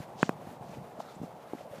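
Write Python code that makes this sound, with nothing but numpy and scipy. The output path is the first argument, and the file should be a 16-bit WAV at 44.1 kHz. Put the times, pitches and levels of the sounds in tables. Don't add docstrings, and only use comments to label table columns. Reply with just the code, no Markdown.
import sys
import numpy as np
from scipy import signal
from scipy.fft import rfft, irfft
from scipy.io import wavfile
from scipy.ndimage import uniform_filter1d

SR = 44100
rng = np.random.default_rng(int(sys.argv[2]) if len(sys.argv) > 2 else 0)


def persist_wave(psi):
    counts = np.round(np.clip(psi, -1, 1) * 32767).astype(np.int16)
    wavfile.write(sys.argv[1], SR, np.atleast_2d(counts).T)


N = 79380

# frequency in Hz, relative density in dB.
RUSH_SPECTRUM = [(25, -36), (60, -21), (130, -10), (250, -3.5), (400, -2.5), (560, 1), (720, 2), (850, 1.5),
                 (960, -4), (1150, -9), (1600, -18), (2500, -23), (5000, -31), (10000, -34), (15000, -35.5)]
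RUMBLE_SPECTRUM = [(25, -34), (55, -10), (100, 1.5), (160, 8.5), (230, 1.5), (400, -24.5), (900, -89)]
# time in seconds, level in dB.
RUSH_LEVELS = [(0, -49), (.3, -48.5), (.48, -48), (.62, -49), (.78, -48.5), (1.1, -50), (1.33, -48.5),
               (1.48, -52.5), (1.65, -51), (1.8, -51.5)]
RUMBLE_LEVELS = [(0, -55.5), (.1, -57), (.35, -54), (.55, -57.5), (.8, -50.5), (.9, -57), (1.1, -63),
                 (1.25, -56), (1.33, -57.5), (1.42, -65), (1.65, -59), (1.8, -58)]
# peak time, rise and fall in seconds, rub, hiss and fizz levels in dB.
SWISHES = [(0.023, 0.12, 0.031, -56, -60.5, -65), (0.226, 0.041, 0.067, -56.5, -51, -83),
           (.515, 0.1, 0.035, -59, -66, -68.5), (0.724, 0.077, 0.058, -62, -63, -72.5),
           (.88, 0.21, 0.066, -67, -72, -75), (1.002, 0.0073, 0.03, -75, -57, -67),
           (1.11, 0.13, 0.078, -64.5, -65.5, -72.5), (1.235, 0.018, 0.039, -64.5, -63.5, -69.5),
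           (1.429, 0.037, 0.013, -60.5, -69, -74), (1.50, 0.043, 0.12, -59, -69, -69.5),
           (1.595, 0.06, 0.059, -61, -64.5, -72.5), (1.73, 0.041, 0.068, -59, -68, -66.5),
           (1.785, 0.042, 0.016, -58, -62, -76)]
# frequency in Hz, relative density in dB.
RUB_SPECTRUM = [(600, 6), (1300, 9), (2500, 2.5), (4000, -5.5), (8000, -46)]
HISS_SPECTRUM = [(1500, -2), (3000, 4), (4500, 4.5), (7000, 1.5), (9000, -8.5), (15000, -36)]
FIZZ_SPECTRUM = [(4000, -25), (8000, -5), (10000, -1.5), (11000, -6), (12700, -1), (15500, -15)]
# peak time, rise and fall in seconds, level in dB, centre in Hz.
SAND_SCUFFS = [(0.475, 0.0022, .006, -47, 755), (.998, 0.013, 0.012, -40.5, 600),
               (1.004, 0.0037, .004, -42, 880), (1.09, 0.085, 0.044, -55, 1275),
               (1.238, 0.0035, 0.0081, -44, 604), (1.537, 0.0023, 0.014, -46, 810),
               (1.613, 0.03, 0.0055, -44.5, 648), (1.672, 0.021, 0.018, -45, 550),
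               (1.735, 0.022, 0.031, -46, 574), (0.745, 0.01, .008, -54.5, 2660),
               (0.914, 0.0032, 0.0043, -56, 1850), (1.10, 0.047, .035, -62.5, 3700),
               (1.155, 0.0076, .008, -62, 7600), (1.457, 0.0018, 0.0024, -46, 1136),
               (1.525, .001, .002, -51, 2420), (1.585, 0.00074, 0.0014, -46, 2100)]
# start in seconds, peak level in dB, pitch in Hz,
# time to decay by 60 dB in seconds, contact cut-off in Hz.
HOOF_THUDS = [(.002, -34, 130, 0.029, 405), (0.155, -40, 183, 0.055, 490), (.256, -39, 205, 0.028, 500),
              (0.35, -44, 146, 0.11, 400), (0.389, -41, 190, 0.029, 400), (.4715, -32, 218, 0.016, 825),
              (0.485, -44, 101, 0.049, 250), (0.512, -37.5, 246, 0.032, 550),
              (.609, -37.5, 140, 0.067, 404), (0.652, -44.5, 165, 0.017, 400),
              (0.693, -39, 181, 0.042, 504), (0.77, -34.5, 223, .02, 523), (0.782, -45, 93, 0.029, 298),
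              (0.792, -40.5, 176, 0.079, 394), (.987, -38, 218, .04, 402), (1.0005, -34.5, 730, .018, 1000),
              (1.0036, -32.5, 890, 0.02, 1180), (1.164, -40, 178, 0.057, 350),
              (1.201, -38, 137, 0.031, 344), (1.2148, -29.5, 187, 0.024, 490),
              (1.2323, -30.5, 230, 0.031, 806), (1.2386, -33, 177, 0.046, 594),
              (1.534, -24.5, 319, 0.013, 875), (1.549, -34.5, 260, 0.032, 700),
              (1.711, -41, 123, 0.027, 400), (1.783, -39, 175, 0.025, 400)]
# start in seconds, peak of the blow in dB, loss in the upper resonances in dB,
# tick level relative to the blow in dB, rebound share from 0 to 1.
CLOSE_KNOCKS = [(.2298, -3.5, 1.5, -33.5, 0.02), (0.2932, -11.5, 8, -27.5, 0.24)]
# frequency in Hz, relative gain in dB.
OBJECT_RESPONSE = [(60, -29.5), (85, -20), (120, -8), (170, 0), (260, -2), (480, -8.5), (820, -11.5),
                   (1050, -8), (1280, -10.5), (1580, -7), (2050, -17.5), (2280, -27), (2500, -15.5),
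                   (2870, -29.5), (3120, -23), (3500, -35.5), (3750, -33), (4300, -46), (9000, -44.5),
                   (15000, -63)]


def undb(db):
    return 10 ** (np.asarray(db) / 20)


def unit(x):
    return x / np.sqrt(np.mean(x ** 2))


def cut(x, hz, kind, order=2):
    return signal.sosfilt(signal.butter(order, hz, kind, fs=SR, output="sos"), x)


def add(out, start, x):
    i = int(start * SR)
    out[i:i + len(x)] += x[:max(N - i, 0)]


def colour(x, spectrum):
    hz, db = np.array(spectrum, float).T
    f = np.maximum(np.fft.rfftfreq(N, 1 / SR), 1)
    roll_off = np.minimum(f / hz[0], 1) ** 2 * np.minimum(hz[-1] / f, 1) ** 2
    gain = undb(np.interp(np.log(f), np.log(hz), db))
    return unit(irfft(rfft(x) * roll_off * gain, N))


def impulse_response(gain):
    cepstrum = irfft(np.log(gain), N)
    cepstrum[1:N // 2] *= 2
    cepstrum[N // 2 + 1:] = 0
    return irfft(np.exp(rfft(cepstrum)), N)


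def damped_mode(t, hz, t60):
    return np.cos(2 * np.pi * hz * t) * np.exp(-np.log(1000) * t / t60)


def friction_noise(grains_per_s=2500, spread_db=3.5, grain_share=0.36):
    grains = (rng.random(N) < grains_per_s / SR) * rng.standard_normal(N)
    grains *= undb(spread_db * np.minimum(rng.exponential(size=N), 4))
    return np.sqrt(grain_share) * unit(grains) + np.sqrt(1 - grain_share) * rng.standard_normal(N)


def background_noise(t, spectrum, levels, flutter_db, flutter_hz=37):
    span = int(SR / flutter_hz)
    flutter = unit(uniform_filter1d(uniform_filter1d(rng.standard_normal(N), span), span))
    db = np.interp(t, *np.array(levels).T) + flutter_db * flutter
    return undb(db) * colour(rng.standard_normal(N), spectrum)


def soft_swishes(t):
    registers = [colour(friction_noise(), s) for s in (RUB_SPECTRUM, HISS_SPECTRUM, FIZZ_SPECTRUM)]
    power = np.zeros((3, N))
    for peak, rise, fall, *register_db in SWISHES:
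        swell = np.exp(-np.maximum((peak - t) / rise, (t - peak) / fall) ** 2)
        power += (undb(register_db)[:, None] * swell) ** 2
    return (np.sqrt(power) * registers).sum(axis=0)


def sand_scuffs(t, relative_bandwidth=0.33):
    out = np.zeros(N)
    for peak, rise, fall, db, hz in SAND_SCUFFS:
        b, a = signal.iirpeak(hz, 1 / relative_bandwidth, fs=SR)
        scrape = unit(signal.lfilter(b, a, signal.lfilter(b, a, friction_noise())))
        envelope = np.exp(-np.maximum((peak - t) / rise, (t - peak) / fall))
        out += undb(db) * scrape * envelope
    return out


def hoof_thuds():
    out, t = np.zeros(N), np.arange(SR // 10) / SR
    for start, db, hz, t60, contact_hz in HOOF_THUDS:
        thump = damped_mode(t, hz, t60)
        clop = undb(-14.5) * damped_mode(t, hz=764, t60=0.009)
        blow = cut(thump + clop, contact_hz, "low", order=4)
        blow = cut(blow, 0.33 * hz, "high")
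        add(out, start, undb(db) * blow / np.abs(blow).max())
    return out


def close_knocks(dull_hz=1040, rebound_s=0.00062, tick_decay_s=0.0015):
    out, t = np.zeros(N), np.arange(SR // 10) / SR
    f = np.maximum(np.fft.rfftfreq(N, 1 / SR), 1)
    hz, gain_db = np.array(OBJECT_RESPONSE, float).T
    body_db = np.interp(np.log(f), np.log(hz), gain_db)
    upper_band = 1 - 1 / (1 + (f / dull_hz) ** 6)
    for start, db, loss_db, tick_db, rebound in CLOSE_KNOCKS:
        blow = impulse_response(undb(body_db - loss_db * upper_band))[:len(t)]
        blow = blow - rebound * np.interp(t - rebound_s, t, blow, left=0)
        tick = undb(tick_db) * rng.standard_normal(len(t)) * np.exp(-t / tick_decay_s)
        add(out, start, undb(db) * (blow / np.abs(blow).max() + tick))
    return out


def scene():
    t = np.arange(N) / SR
    rush = background_noise(t, RUSH_SPECTRUM, RUSH_LEVELS, flutter_db=1.3)
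    rumble = background_noise(t, RUMBLE_SPECTRUM, RUMBLE_LEVELS, flutter_db=1)
    return (rush + rumble + soft_swishes(t) + sand_scuffs(t) + hoof_thuds() + close_knocks())[None]


def record(dry):
    top_hz = 15350
    return signal.sosfilt(signal.ellip(10, .1, 70, top_hz, fs=SR, output="sos"), dry)


dry = scene()
out = record(dry)
persist_wave(out)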